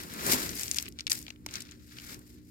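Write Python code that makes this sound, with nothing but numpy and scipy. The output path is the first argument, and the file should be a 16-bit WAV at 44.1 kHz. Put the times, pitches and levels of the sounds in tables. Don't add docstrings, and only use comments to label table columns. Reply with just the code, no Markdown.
import sys
import numpy as np
from scipy import signal
from scipy.fft import rfft, irfft
from scipy.io import wavfile

SR = 44100
rng = np.random.default_rng(int(sys.argv[2]) if len(sys.argv) > 2 else 0)


def log_audio(samples):
    frames = np.atleast_2d(samples).T
    limited = np.clip(frames, -1, 1)
    pcm = np.round(limited * 32767).astype(np.int16)
    wavfile.write(sys.argv[1], SR, pcm)


N = 110250
TIME = np.arange(N) / SR
FREQS = np.maximum(np.fft.rfftfreq(N, 1 / SR), 1)


def from_db(db):
    return 10 ** (np.asarray(db) / 20)


def rms_one(x):
    return x / np.sqrt(np.mean(x ** 2) + 1e-20)


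def envelope(points):
    return from_db(np.interp(TIME, *np.transpose(points)))


def by_hz(points):
    hz, value = np.transpose(points)
    return np.interp(np.log(FREQS), np.log(hz), value)


def coloured(x, eq):
    return rms_one(irfft(rfft(x) * from_db(by_hz(eq)), N))


def drift(rate_hz):
    return rms_one(irfft(rfft(rng.standard_normal(N)) / (1 + (FREQS / rate_hz) ** 2), N))


def resonance(x, hz, width_hz):
    r = np.exp(-np.pi * width_hz / SR)
    feedback = [1, -2 * r * np.cos(2 * np.pi * hz / SR), r * r]
    return signal.lfilter(np.array([1, 0, -1]) * (1 - r * r) / 2, feedback, x + 1e-18)


def wide_noise(side_db):
    mid, side = rng.standard_normal((2, N))
    return mid + from_db(side_db) * side * np.array([[1], [-1]])


def slips(per_s, spread_db):
    sizes = from_db(spread_db * np.minimum(rng.exponential(1, N), 4)) * rng.choice([-1, 1], N)
    return rms_one(sizes * (rng.random(N) < per_s / SR))


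def scatter(x, decay_s):
    r = np.exp(-1 / (decay_s * SR))
    energy = signal.lfilter([1 - r], [1, -r], x ** 2 + 1e-18)
    return np.sqrt(energy) * rng.standard_normal((2, N))


def from_left(direct, scattered, right_lag_s=.000405):
    # (frequency [Hz], left minus right [dB])
    balance = [(200, 0), (1200, -0.5), (2400, 3.5), (4400, 3), (7000, 6.5), (8900, 6.5), (11000, 3),
               (13000, 6.5), (15500, 2)]
    # (frequency [Hz], gain [dB])
    scatter_eq = [(300, -7.5), (900, 2), (2000, 3), (4000, 2.5), (8000, 5), (15000, 5)]
    pan = from_db(by_hz(balance) / 2)
    lag = np.exp(-2j * np.pi * FREQS * right_lag_s * np.array([[0], [1]]))
    spectrum = rfft(direct) * lag + rfft(scattered) * from_db(by_hz(scatter_eq))
    return irfft(spectrum * np.array([pan, 1 / pan]), N)


def wind():
    # (frequency [Hz], relative level [dB])
    rumble_eq = [(20, -37), (40, -9.5), (62, 1), (95, -3), (150, -7), (260, -5), (380, -10.5), (500, -22),
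                 (700, -37.5), (1400, -52.5), (4000, -44.5), (16000, -53)]
    # (time [s], level [dB])
    swell = [(0, -53), (.65, -49), (1.0, -52.5), (1.2, -49.5), (1.37, -57.5), (1.55, -51), (1.75, -56.5),
             (2.08, -52.5), (2.3, -56.5), (2.5, -60)]
    gusts = from_db(2.54 * drift(rate_hz=3.9))
    return coloured(wide_noise(side_db=-5), rumble_eq) * envelope(swell) * gusts


def drone(wander_hz=1.06):
    # (frequency [Hz], rms level [dB])
    partials = [(69.5, -63), (118.5, -62.5), (179, -66), (241, -62.5), (300.5, -60), (361, -76.5)]
    hum = np.zeros(N)
    for hz, db in partials:
        cycles = np.cumsum(hz + wander_hz * drift(rate_hz=3.86)) / SR + rng.random()
        hum += np.sqrt(2) * from_db(db) * np.sin(2 * np.pi * cycles)
    return hum


def cloth():
    # (time [s], relative level [dB])
    swish_levels = [(0, -46.5), (.085, -58), (.12, -51), (.17, -74), (.24, -40.5), (.335, -25), (.37, -39),
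                    (.44, -39), (.53, -46.5), (.62, -38), (.72, -49.5), (.81, -47.5), (.92, -73),
                    (1.09, -81), (1.105, -37.5), (1.18, -46), (1.28, -67), (1.35, -81), (1.46, -92),
                    (1.56, -51.5), (1.65, -74), (1.8, -69.5), (1.9, -63), (2.13, -48.5), (2.19, -72.5),
                    (2.31, -61.5), (2.41, -76.5), (2.5, -64.5)]
    rub_levels = [(0, -48.5), (.12, -49), (.19, -41), (.24, -39), (.28, -30.5), (.34, -31.5), (.38, -37),
                  (.45, -41), (.52, -49), (.65, -52.5), (.8, -59.5), (.92, -69.5), (1.45, -69), (1.52, -53),
                  (1.62, -62), (1.75, -69), (1.9, -92), (2.12, -52.5), (2.25, -67), (2.5, -80)]
    # (frequency [Hz], relative level [dB])
    swish_eq = [(300, -11), (550, -9), (800, -6.5), (1250, -12.5), (2100, -1.5), (3300, -6), (5100, 1.5),
                (6200, -3.5), (7400, -1.5), (10000, -7), (12500, -1), (16000, -9.5)]
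    rub_eq = [(30, -49), (70, -28), (120, -2.5), (170, -3.5), (260, 1.5), (400, -2.5), (520, -7),
              (750, -13), (1000, -8), (1400, -9), (3000, -20.5)]
    fibres = slips(per_s=9000, spread_db=3.0) * from_db(2.3 * drift(rate_hz=91))
    diffuse = from_db(0.5) * coloured(scatter(fibres, decay_s=.0007), swish_eq)
    swish = from_left(coloured(fibres, swish_eq), diffuse) * envelope(swish_levels) * from_db(-4)
    rub = coloured(rng.standard_normal(N), rub_eq)
    diffuse_rub = from_db(-7.5) * coloured(rng.standard_normal((2, N)), rub_eq)
    return swish + from_left(rub, diffuse_rub) * envelope(rub_levels)


def grit():
    # (time [s], relative level [dB])
    crunch_levels = [(0, -47), (.08, -60.5), (.13, -49.5), (.2, -50), (.3, -41), (.45, -44.5), (.53, -53),
                     (.62, -55), (.7, -64), (.79, -51.5), (.87, -59), (.94, -80.5), (1.0, -58.5),
                     (1.055, -78), (1.095, -89), (1.115, -44), (1.18, -73), (1.3, -66), (1.4, -86),
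                     (1.455, -77), (1.49, -56.5), (1.57, -47.5), (1.64, -63.5), (1.72, -59.5), (1.77, -73),
                     (1.88, -69), (1.96, -58), (2.13, -55.5), (2.2, -75), (2.4, -73.5), (2.5, -85.5)]
    # (frequency [Hz], relative gain [dB])
    crunch_eq = [(300, 9), (900, -15), (1400, 2.5), (2200, 1), (3000, -4.5), (3900, 1), (5200, -3),
                 (7000, -9), (10000, -20), (16000, -18)]
    grains = sum(rms_one(resonance(slips(per_s=120, spread_db=3.5), hz, hz * 0.21)) * np.sqrt(hz)
                 for hz in np.geomspace(700, 14000, 14))
    grains *= from_db(2.15 * drift(rate_hz=70))
    diffuse = from_db(1.5) * coloured(scatter(grains, decay_s=0.0024), crunch_eq)
    return from_left(coloured(grains, crunch_eq), diffuse) * envelope(crunch_levels)


def clacks():
    # (time [s], relative level [dB])
    hits = [(0.7845, -43), (1.0709, -48), (1.1185, -38.5), (1.2668, -47), (1.2813, -43), (1.3041, -41),
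            (1.4629, -32)]
    # (frequency [Hz], relative level [dB], time to fall 60 dB [s])
    modes = [(301, -6.5, 0.028), (647, -4.5, .011), (880, -9, 0.011), (1050, -16, 0.0072),
             (1590, -3.5, 0.0051), (2300, 0.5, 0.0068)]
    direct, t = np.zeros(N + SR), TIME[:SR // 10]
    for start_s, db in hits:
        i = int(start_s * SR)
        for k, (hz, mode_db, t60) in enumerate(modes):
            ring = np.sin(2 * np.pi * hz * t) * np.exp(-np.log(1000) * t / t60)
            direct[i:i + len(t)] += (-1) ** k * from_db(db + mode_db) * ring
    diffuse = from_db(8) * resonance(scatter(direct[:N], decay_s=0.00091), hz=892, width_hz=680)
    return from_left(direct[:N], diffuse)


def knocks():
    # (time [s], relative level [dB], pitch [Hz], share of grinding [0-1])
    hits = [(.1378, -35, 9700, 0.69), (0.266, -18, 7900, 0.25), (0.3332, -18.5, 7300, 0.26),
            (0.4928, -25.5, 5600, 0.28), (0.5064, -31, 9900, 0.27), (.5536, -30.5, 10500, 0.58),
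            (0.566, -34, 6630, 0.47), (.575, -32, 6600, 0.53), (0.5956, -23.5, 7060, 0.2),
            (0.6115, -26, 7300, 0.6), (0.6333, -24, 6600, 0.88), (0.68, -28.5, 5700, 0.96),
            (0.7133, -13.5, 6500, 0.2), (.736, -33, 7400, 0.51), (0.7449, -27.5, 6000, 1),
            (0.7604, -29, 7400, 1), (0.7645, -26, 5660, 0.84), (0.7682, -26, 7400, 1),
            (0.773, -28, 6360, 0.55), (0.7854, -14.5, 5000, 0.33), (.799, -26.5, 5200, 0.24),
            (.8252, -28, 7900, 0.76), (.857, -36, 4200, 1), (0.8641, -33, 2400, 0.28),
            (0.8807, -29, 2720, 0.4), (0.8853, -32.5, 10500, 0.43), (.9237, -43, 5400, 0.19),
            (0.9887, -28, 3900, 0.19), (0.995, -30, 3360, 0.78), (1.007, -25.5, 4350, 0.23),
            (1.0683, -17, 3530, .25), (1.072, -28, 3960, 0.23), (1.0763, -35, 5600, 1),
            (1.078, -29.5, 2890, 0.99), (1.0982, -24, 5470, 1), (1.1043, -26, 8500, 0.88),
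            (1.108, -26.5, 9900, 0.71), (1.1126, -28.5, 5500, 1), (1.1172, -9.5, 5460, 0.49),
            (1.1296, -21, 8100, .5), (1.189, -33, 8200, 0.42), (1.2268, -40, 7260, 1),
            (1.2658, -36.5, 3170, 0.88), (1.2812, -31.5, 2970, 0.22), (1.2915, -46, 5700, 0.34),
            (1.304, -31.5, 3370, 0.8), (1.36, -50, 2300, 0.8), (1.4625, -26, 5300, 0.88),
            (1.488, -35, 2900, 0.91), (1.5105, -36.5, 5600, 0.54), (1.539, -24.5, 5800, 0.45),
            (1.556, -24, 5370, 0.2), (1.6053, -33.5, 6450, 1), (1.609, -33, 4130, 0.36),
            (1.6195, -36, 5670, 0.42), (1.622, -35, 6660, 0.78), (1.652, -42.5, 4500, 0.4),
            (1.6904, -42.5, 2440, .8), (1.7117, -40, 5600, .7), (1.7188, -41.5, 4060, 0.64),
            (1.9854, -33.5, 2830, 0.78), (1.999, -40.5, 3630, 1), (2.144, -38, 5000, 0.89),
            (2.1917, -43.5, 9600, .4)]
    # (frequency [Hz], width [Hz], gain [linear])
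    knock_eq = [(2300, 1400, 1), (5000, 3200, 0.55), (12140, 1800, 1)]
    tick_decay_s, grind_decay_s, scatter_decay_s = 0.00032, 0.0016, 0.003
    t, contact_samples = TIME[:SR // 16], SR // 2000
    bus = np.zeros((3, N + SR))
    for start_s, db, hz, grind in hits:
        snap = resonance(resonance(1. * (t == 0), hz, hz * .7), hz, hz * 0.64)
        snap *= 0.98 * np.sqrt(contact_samples / np.sum(snap ** 2))
        snap *= 1 - 1.04 * grind
        rasp = rms_one(resonance(rng.standard_normal((3, len(t))), hz, hz * 0.78))
        grind_envelope = grind * 0.56 * np.exp(-t / grind_decay_s)
        tail_envelope = 1.04 * grind_envelope + from_db(-12.5) * np.exp(-t / scatter_decay_s)
        knock = np.vstack([snap + rasp[0] * grind_envelope, rasp[1:] * tail_envelope])
        high_cut = signal.butter(2, min(hz * 1.85, .45 * SR), fs=SR)
        tick = rms_one(resonance(rng.standard_normal(len(t)), hz=12300, width_hz=1400))
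        i = int(start_s * SR)
        bus[0, i:i + len(t)] += from_db(db - 21.5) * tick * np.exp(-t / tick_decay_s)
        bus[:, i:i + len(t)] += from_db(db - 4.5) * signal.lfilter(*high_cut, knock)
    bus = bus[:, :N]
    boost = sum(gain * resonance(bus, hz, width_hz) for hz, width_hz, gain in knock_eq)
    low_cut = signal.butter(2, 1110, "high", fs=SR, output="sos")
    bus = signal.sosfilt(low_cut, bus + boost)
    return from_left(bus[0], bus[1:])


def scene():
    return cloth() + grit() + knocks() + clacks() + wind() + drone()


def record(dry):
    cutoff_hz = 16100
    return signal.sosfilt(signal.ellip(12, .1, 80, cutoff_hz, fs=SR, output="sos"), dry)


dry = scene()
out = record(dry)
log_audio(out)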